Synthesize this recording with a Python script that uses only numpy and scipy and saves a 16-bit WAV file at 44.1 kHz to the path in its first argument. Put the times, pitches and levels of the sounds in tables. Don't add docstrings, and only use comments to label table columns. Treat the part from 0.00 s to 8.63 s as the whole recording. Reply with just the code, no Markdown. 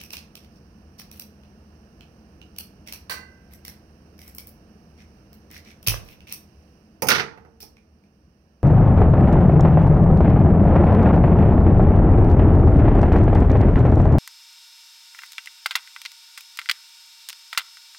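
import sys
import numpy as np
from scipy import signal
from scipy.fft import rfft, irfft, next_fast_len
from scipy.io import wavfile

SR = 44100
rng = np.random.default_rng(int(sys.argv[2]) if len(sys.argv) > 2 else 0)


def store_pcm(level_fs):
    pcm = np.round(np.clip(level_fs, -1, 1) * 32767).astype(np.int16)
    wavfile.write(sys.argv[1], SR, np.atleast_2d(pcm).T)


N = 380583
AGE = np.arange(SR * 3 // 4) / SR

# f/Hz, level/dB
RUMBLE_SPECTRUM = [(15, -46), (25, -21.5), (42, -13), (71, 1.5), (87, -7), (108, -11), (207, -5.5),
                   (261, -14.5), (323, -13), (386, -17.5), (470, -15.5), (543, -21), (697, -20.5),
                   (864, -27), (1800, -31), (2340, -63), (3960, -120)]
HISS_SPECTRUM = [(1060, -26.5), (1800, -5), (2300, -1), (2840, 2.5), (3440, -14), (4490, -6), (5150, -1.5),
                 (5700, 1), (6070, -3.5), (7290, -25.5), (9160, -7), (10500, -21.5), (11800, -12),
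                 (15100, -14), (16000, -12)]
# f/Hz, half-width/Hz, level/dB
DRONE_BANDS = [(79, 4.3, -6.5), (217, 18, -8.5), (316, 8, -17.5)]
# t/s, level/dB
RUMBLE_FADE = [(6, 0), (8, -7.5)]
HISS_FADE = [(6.7, 0), (7.3, -6.5)]
# f/Hz, left-right correlation
AIR_LIKENESS = [(60, 0.98), (250, 1), (600, 0.87), (2000, 0.067), (10000, 0.033)]
# f/Hz, t60/s
ROOM_DECAY = [(150, 0.55), (1000, 0.46), (2500, 0.29), (6000, 0.29), (15000, 0.2)]

# t/s, length/s, level/dB, brittle edge/dB
SHELL_CRUSHES = [(0, 0.016, -47, -1.5), (0.121, .022, -45, 2), (0.425, 0.026, -64.5, -6),
                 (1.13, 0.049, -63, 6), (2.863, .034, -52.5, -1), (3.508, 0.032, -63.5, 3),
                 (4.176, .12, -65.5, 7), (4.974, .052, -61, -19), (5.502, 0.078, -52, -7),
                 (5.645, .073, -57, -13.5), (5.865, .02, -29, -9.5), (6.039, .1, -61.5, 0.5),
                 (6.27, .055, -49.5, -8), (6.329, 0.022, -60, -4)]
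# t/s, f/Hz
RING_PITCH = [(0.1, 2600), (2.6, 2740), (2.9, 2390), (3.55, 2100), (4.4, 2240), (5.5, 2070), (5.87, 2640),
              (6.3, 2520), (7.8, 2370)]
# ratio to its pitch before broadening, level/dB
HOLLOW_SHAPE = [(0.122, -18), (0.401, -15), (.7, -17), (0.871, -7.5), (1, 0.5), (1.13, -8), (1.3, -12),
                (2.399, -36)]
# f/Hz, level/dB
CRACK_SPECTRUM = [(500, -26.5), (2500, -9.5), (3500, -7.5), (4400, -1), (5100, -1.5), (5650, 5.5),
                  (6300, -7.5), (7400, -17), (9000, -8), (11000, -15), (16000, -14)]
EDGE_SPECTRUM = [(4000, -41.5), (7500, -15), (9200, -6), (10700, -5.5), (12500, 1), (14000, -2),
                 (15800, -2)]
# t/s, level/dB, brittle edge/dB
SHELL_SNAPS = [(0.0363, -29, -2), (0.1049, -26.5, -9), (.1334, -21.5, -5), (.168, -23.5, -13),
               (0.3535, -28.5, -3.5), (0.9966, -26.5, -3.5), (1.1138, -32.5, 3), (1.1964, -25.5, 3.5),
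               (2.5625, -36.5, -2), (2.585, -20, 3.5), (2.8741, -28, -12), (2.8848, -31, -16),
               (2.924, -21, -2.5), (2.9348, -25, -5), (3.536, -39, 6.5), (3.6505, -27.5, -1),
               (3.68, -25.5, 0.5), (4.1908, -34.5, -6), (4.216, -34, -4), (4.2782, -37.5, 6),
               (4.349, -42, 14), (4.3831, -24, 3), (4.4707, -42, 13), (5.3301, -42.5, 4), (5.5128, -35, 2),
               (5.8283, -36, 2), (5.8733, -6.5, 2.5), (5.8829, -7.5, 0.5), (6.324, -20.5, 4.5),
               (7.604, -35.5, 1)]
# t/s, length/s, level/dB, bright edge/dB
BLADE_SCRAPES = [(0.511, .064, -67, -13), (0.981, .02, -45.5, -9), (4.467, 0.016, -60.5, 7),
                 (7.603, .028, -46.5, 0.5)]
# f/Hz, level/dB
SQUEAK_SPECTRUM = [(3600, -48), (4600, -17), (5420, -8), (5600, -12), (5800, -21), (6800, -44)]
# t/s, level/dB
LEG_TAPS = [(1.434, -48), (2.0081, -37.5), (2.4152, -37), (5.008, -60), (6.087, -38), (6.2048, -41),
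            (7.7678, -44), (8.0378, -56)]

# t/s, level/dB
DISH_KNOCKS = [(3.0957, -21), (3.108, -25)]
# f/Hz, level/dB
SCUFF_SPECTRUM = [(150, -66), (250, -18), (493, -11), (557, -16.5), (1240, -8), (1380, -18), (1530, 0.5),
                  (1730, -8), (2400, -8), (3340, -19.5), (4410, -8), (6940, -22.5), (8850, -16),
                  (11100, -22), (16000, -14)]
# f/Hz, level/dB, t60/s
DISH_MODES = [(1115, -12, 0.4), (1256, -6, 0.28), (1520, -9, 0.62), (1576, -7.5, 1), (1605, -12, .45),
              (1964, 0, .3), (1987, -10, 0.68), (2020, -4, 0.59), (2734, -8.5, 0.48), (3040, -5.5, 0.18),
              (4400, 1.5, 0.27), (4660, -9.5, 0.24), (4630, -3.5, 0.23), (5800, -3.5, 0.26),
              (5940, -1, 0.19), (8140, -10.5, .25), (8700, -5, 0.15)]

# t/s, sway/dB, bump/dB, left minus right/dB
TABLE_JOLTS = [(5.877, -13.5, -39, -7.5), (5.921, -28, -32.5, -16), (5.9411, -42, -23, 7.5)]
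# f/Hz, level/dB, t60/s
SWAY_MODES = [(50, -8.5, .15), (104, -0.5, .075), (126, -18.5, .12), (380, -17, .043)]
# f/Hz, level/dB
BUMP_SPECTRUM = [(60, 4.5), (500, 1), (1000, -2), (1800, -10.5), (4000, -29), (12000, -47)]

# t/s, thud/dB
HANDLE_LANDINGS = [(7.021, -23), (7.07, -29.5), (7.627, -48)]
# t/s, clatter/dB
BLADE_LANDINGS = [(7.0859, -14), (7.103, -11.5), (7.116, -12.5), (7.148, -17), (7.157, -19.5),
                  (7.182, -22.5), (7.196, -18.5), (7.375, -44), (7.449, -48.5)]
# f/Hz, level/dB
CLATTER_SPECTRUM = [(290, -31.5), (500, -11.5), (542, -19), (635, -14), (1080, -13), (1410, -1.5),
                    (1720, -8.5), (1920, -4), (4030, -15), (5850, -14), (7340, -36.5), (8840, -28),
                    (12000, -44), (15600, -54.5), (22000, -120)]
THUD_SPECTRUM = [(40, -25), (70, -9), (150, -1), (290, -6.5), (430, 0), (620, -10.5), (880, -4.5),
                 (1120, -17.5), (1500, -30), (2100, -43), (3500, -90.5)]
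TICK_SPECTRUM = [(1200, -19.5), (2400, 2), (3100, -10), (3800, -25.5), (4800, -1.5), (6300, -2),
                 (7600, -19), (9200, -1), (11000, -12), (13500, 0), (16000, -8)]
# f/Hz, level/dB, t60/s
TABLE_MODES = [(106.1, -2.5, .3), (230, -8.5, .25), (370, -8, 0.26), (456, 0.5, 0.6), (540, -7.5, 0.18),
               (760, -6.5, 0.24), (875, -7.5, 0.47), (1298, -7, 0.32)]

# f/Hz, left minus right/dB
LEG_BALANCE = [(60, -4.5), (130, -16), (290, -2.5), (640, -4.5), (1410, 0), (3100, -3), (6820, -7.5),
               (15000, 3.5)]
TABLE_BALANCE = [(60, -5.5), (110, -8.5), (200, -11), (380, -6), (700, -10.5), (1290, -12), (2380, -6),
                 (4400, -10.5), (8120, -8), (15000, -6.5)]
AIR_BALANCE = [(60, 0), (110, -0.5), (200, -0.5), (380, -2), (700, -6.0), (1290, -8.5), (2380, -10.5),
               (4400, -14.0), (8120, -12), (15000, 0.5)]


def amp(db):
    return 10 ** (np.asarray(db) / 20)


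def unit(x):
    return x / np.sqrt(np.mean(x ** 2) + 1e-20)


def along(points, hz):
    f, v = np.transpose(points)
    return np.interp(np.log(hz + 1), np.log(f + 1), v)


def at(points, s):
    return np.interp(s, *np.transpose(points))


def fade(t60, t=AGE):
    return np.exp(-np.log(1000) * t / t60)


def pan(lean_db):
    return amp([[lean_db / 2], [-lean_db / 2]])


def add(track, s, x):
    start = max(round(s * SR), 0)
    track[:, start:start + x.shape[-1]] += x[..., :max(N - start, 0)]


def filtered(x, response):
    n = x.shape[-1]
    padded = next_fast_len(n + 8192)
    return irfft(rfft(x, padded) * response(np.fft.rfftfreq(padded, 1 / SR)), padded)[..., :n]


def coloured(x, spectrum, size=2048):
    cepstrum = irfft(np.log(amp(along(spectrum, np.fft.rfftfreq(size, 1 / SR))) + 1e-6))
    cepstrum[1:size // 2] *= 2
    cepstrum[size // 2 + 1:] = 0
    kernel = irfft(np.exp(rfft(cepstrum)))
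    shaped = signal.fftconvolve(x, kernel[None], axes=1)[:, :x.shape[-1]]
    return unit(shaped) * np.sqrt(np.mean(x ** 2))


def air(gain):
    def mid_side_gains(hz):
        angle = np.arccos(np.clip(along(AIR_LIKENESS, hz), -1, 1)) / 2
        return gain(hz) * np.array([np.cos(angle), np.sin(angle)])
    mid, side = filtered(rng.standard_normal((2, N)), mid_side_gains)
    return unit(np.array([mid + side, mid - side]))


def room_tone():
    t = np.arange(N) / SR
    rumble = air(lambda hz: amp(along(RUMBLE_SPECTRUM, hz)))
    drone = air(lambda hz: sum(amp(db) / np.sqrt(width) / (1 + ((hz - centre) / width) ** 2)
                               for centre, width, db in DRONE_BANDS))
    hiss = air(lambda hz: amp(along(HISS_SPECTRUM, hz)))
    ventilation = rumble + amp(-5.5) * drone
    return amp(-51 + at(RUMBLE_FADE, t)) * ventilation + amp(-68.5 + at(HISS_FADE, t)) * hiss


def in_room(x, wet_db, gap_s=.0075, wall_db=-11, walls=5):
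    hz, t, noise = signal.stft(rng.standard_normal((2, SR // 2)), SR, nperseg=256)
    tail = signal.istft(noise * fade(along(ROOM_DECAY, hz)[:, None], t), SR, nperseg=256)[1]
    tail /= np.linalg.norm(tail[0])
    for side in tail:
        arrivals = (rng.random(walls) * .017 * SR).astype(int)
        side[arrivals] += amp(wall_db) * rng.choice([-1, 1], walls)
    tail = np.pad(tail, ((0, 0), (int(gap_s * SR), 0)))
    reverb = signal.fftconvolve(x, tail, axes=1)[:, :x.shape[-1]]
    return x + amp(wet_db) * pan(-0.12) * reverb


def splinters(length, spread_db=5, per_second=700, swell_db=7):
    n = max(int(length * SR), 2)
    when, luck = rng.random((int(length * per_second) + 2, 2)).T
    sizes = amp(swell_db * when - spread_db * np.log(luck + .02))
    cracks = np.bincount((when * n).astype(int), sizes, len(AGE))
    envelope = signal.lfilter([1], [1, -np.exp(-1 / (0.0013 * SR))], cracks)
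    return unit(envelope * rng.standard_normal((2, len(AGE)))) * np.sqrt(n / len(AGE))


def shell(excite, hollow_db, edge_db, ring_hz, breadth=1.15):
    ratio, db = np.transpose(HOLLOW_SHAPE)
    hollow = coloured(excite(), np.transpose([ring_hz * ratio ** breadth, db]))
    crack = coloured(excite(), CRACK_SPECTRUM)
    edge = coloured(excite(), EDGE_SPECTRUM)
    return amp(hollow_db) * hollow + amp(-4) * crack + amp(edge_db) * edge


def crushes(hollow_db=-0.5):
    out = np.zeros((2, N))
    for s, length, db, edge_db in SHELL_CRUSHES:
        crackle = shell(lambda: splinters(length), hollow_db, edge_db, at(RING_PITCH, s), breadth=1.74)
        add(out, s, in_room(amp(db + 2) * crackle, wet_db=-5))
    return out


def burst(t60, alike=0.5):
    common = np.sqrt(alike) * rng.standard_normal(len(AGE))
    apart = np.sqrt(1 - alike) * rng.standard_normal((2, len(AGE)))
    return unit((common + apart) * fade(t60)) * np.sqrt(np.mean(fade(t60) ** 2))


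def fracture():
    return burst(t60=0.01) * (1 - fade(0.0078))


def leg_ring(ring_hz):
    hz = ring_hz * (np.array([[.9], [1], [1.08]]) + .015 * rng.standard_normal((3, 1)))
    modes = np.sin(2 * np.pi * (hz * AGE + rng.random((2, 3, 1))))
    return modes.sum(axis=1) * fade(t60=.022) * (1 - fade(0.0034))


def click(s, hollow_db, edge_db, sing_db):
    ring_hz = at(RING_PITCH, s) * (1 + 0.031 * rng.standard_normal())
    return shell(fracture, hollow_db, edge_db, ring_hz) + amp(sing_db) * leg_ring(ring_hz)


def snaps(lead_in_s=.003):
    out = np.zeros((2, N))
    for s, db, edge_db in SHELL_SNAPS:
        hollow_db = -8 - .2 * edge_db
        snap = click(s, hollow_db, edge_db, sing_db=-35)
        add(out, s, in_room(amp(db + 4) * pan(-0.5) * snap, wet_db=-3.5, wall_db=-9, walls=4))
        fibres = shell(lambda: splinters(lead_in_s), hollow_db, edge_db, at(RING_PITCH, s))
        add(out, s - lead_in_s, amp(db - 25) * fibres)
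    return out


def scrapes(hollow_db=-22, squeak_db=-4):
    out = np.zeros((2, N))
    for s, length, db, edge_db in BLADE_SCRAPES:
        slips = lambda: splinters(length, spread_db=1.5, per_second=420, swell_db=10)
        rasp = shell(slips, hollow_db, edge_db, at(RING_PITCH, s))
        squeak = amp(squeak_db) * coloured(slips(), SQUEAK_SPECTRUM)
        add(out, s, in_room(amp(db) * (rasp + squeak), wet_db=-3.5))
    return out


def taps():
    out = np.zeros((2, N))
    for s, db in LEG_TAPS:
        tap = click(s, hollow_db=4, edge_db=-20, sing_db=-15)
        add(out, s, in_room(amp(db) * pan(-1.1) * tap, wet_db=-3.5))
    return out


def ringing(modes):
    hz, db, t60 = np.transpose(modes)[:, :, None]
    scatter = rng.standard_normal((2, len(modes), 1))
    phase = rng.standard_normal((len(modes), 1))
    swing = np.sin(2 * np.pi * (hz * AGE + phase + 0.21 * scatter))
    return np.sum(amp(db + 2 * scatter) * fade(t60) * swing, axis=1) * (1 - fade(0.0058))


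def dish_ring():
    return ringing(DISH_MODES) * (1 - fade(0.011))


def dish_knock():
    out = np.zeros((2, N))
    for s, db in DISH_KNOCKS:
        scuff = coloured(burst(t60=.13) * (1 - fade(0.0061)), SCUFF_SPECTRUM)
        knock = scuff + amp(-17.5) * dish_ring()
        add(out, s, in_room(amp(db - 6) * pan(1.6) * knock, wet_db=-2.5))
    return out


def thumps(low_hz=41.5):
    out = np.zeros((2, N))
    sway = sum(amp(db) * np.sin(2 * np.pi * hz * AGE) * fade(t60) for hz, db, t60 in SWAY_MODES)
    sway *= 1 - fade(0.022)
    for s, sway_db, bump_db, lean_db in TABLE_JOLTS:
        bump = amp(bump_db) * coloured(burst(t60=0.014, alike=0.73), BUMP_SPECTRUM)
        add(out, s, in_room(pan(lean_db) * (amp(sway_db) * sway + bump), wet_db=-8.5))
    return signal.sosfilt(signal.butter(4, low_hz, "high", fs=SR, output="sos"), out)


def softened(x, db):
    corner_hz = np.clip(30000 * amp(.55 * db), 500, SR / 2.5)
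    return signal.sosfilt(signal.butter(2, corner_hz, fs=SR, output="sos"), x)


def landing(clatter_db, thud_db, tick_db):
    clatter = amp(clatter_db) * softened(coloured(burst(t60=0.1), CLATTER_SPECTRUM), clatter_db)
    dish = amp(clatter_db - 41) * dish_ring()
    thud = coloured(burst(t60=0.23, alike=1), THUD_SPECTRUM)
    table = amp(thud_db) * (thud + amp(-12.5) * ringing(TABLE_MODES))
    tick = amp(tick_db) * coloured(burst(t60=.08), TICK_SPECTRUM)
    return in_room(amp(-1.5) * (clatter + dish + table + tick), wet_db=-10)


def scissors_drop(first_tick_db=2.5, late_tick_db=-22, settle_s=.022):
    out = np.zeros((2, N))
    for s, db in HANDLE_LANDINGS:
        add(out, s, landing(clatter_db=db - 9, thud_db=db, tick_db=db + 3.5))
    for s, db in BLADE_LANDINGS:
        sharpness = np.exp(-(s - BLADE_LANDINGS[0][0]) / settle_s)
        tick_db = late_tick_db + (first_tick_db - late_tick_db) * sharpness
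        add(out, s, landing(clatter_db=db, thud_db=-21 + .6 * db, tick_db=db + tick_db))
    return out


def at_microphone(x, balance, lag_s):
    sides = np.array([[.5], [-.5]])
    return filtered(x, lambda hz: amp(sides * along(balance, hz))
                    * np.exp(-2j * np.pi * hz * lag_s * sides))


def scene():
    leg = at_microphone(snaps() + taps() + crushes() + scrapes(), LEG_BALANCE, lag_s=-0.00013)
    table = at_microphone(dish_knock() + scissors_drop(), TABLE_BALANCE, lag_s=.00019)
    return leg + table + thumps() + at_microphone(room_tone(), AIR_BALANCE, lag_s=-0.00019)


def record(dry, low_cut_hz=15, top_hz=16000):
    low_cut = signal.sosfilt(signal.butter(3, low_cut_hz, "high", fs=SR, output="sos"), dry)
    return filtered(np.clip(low_cut, -1, 1), lambda hz: 1 / (1 + (hz / top_hz) ** 120))


dry = scene()
out = record(dry)
store_pcm(out)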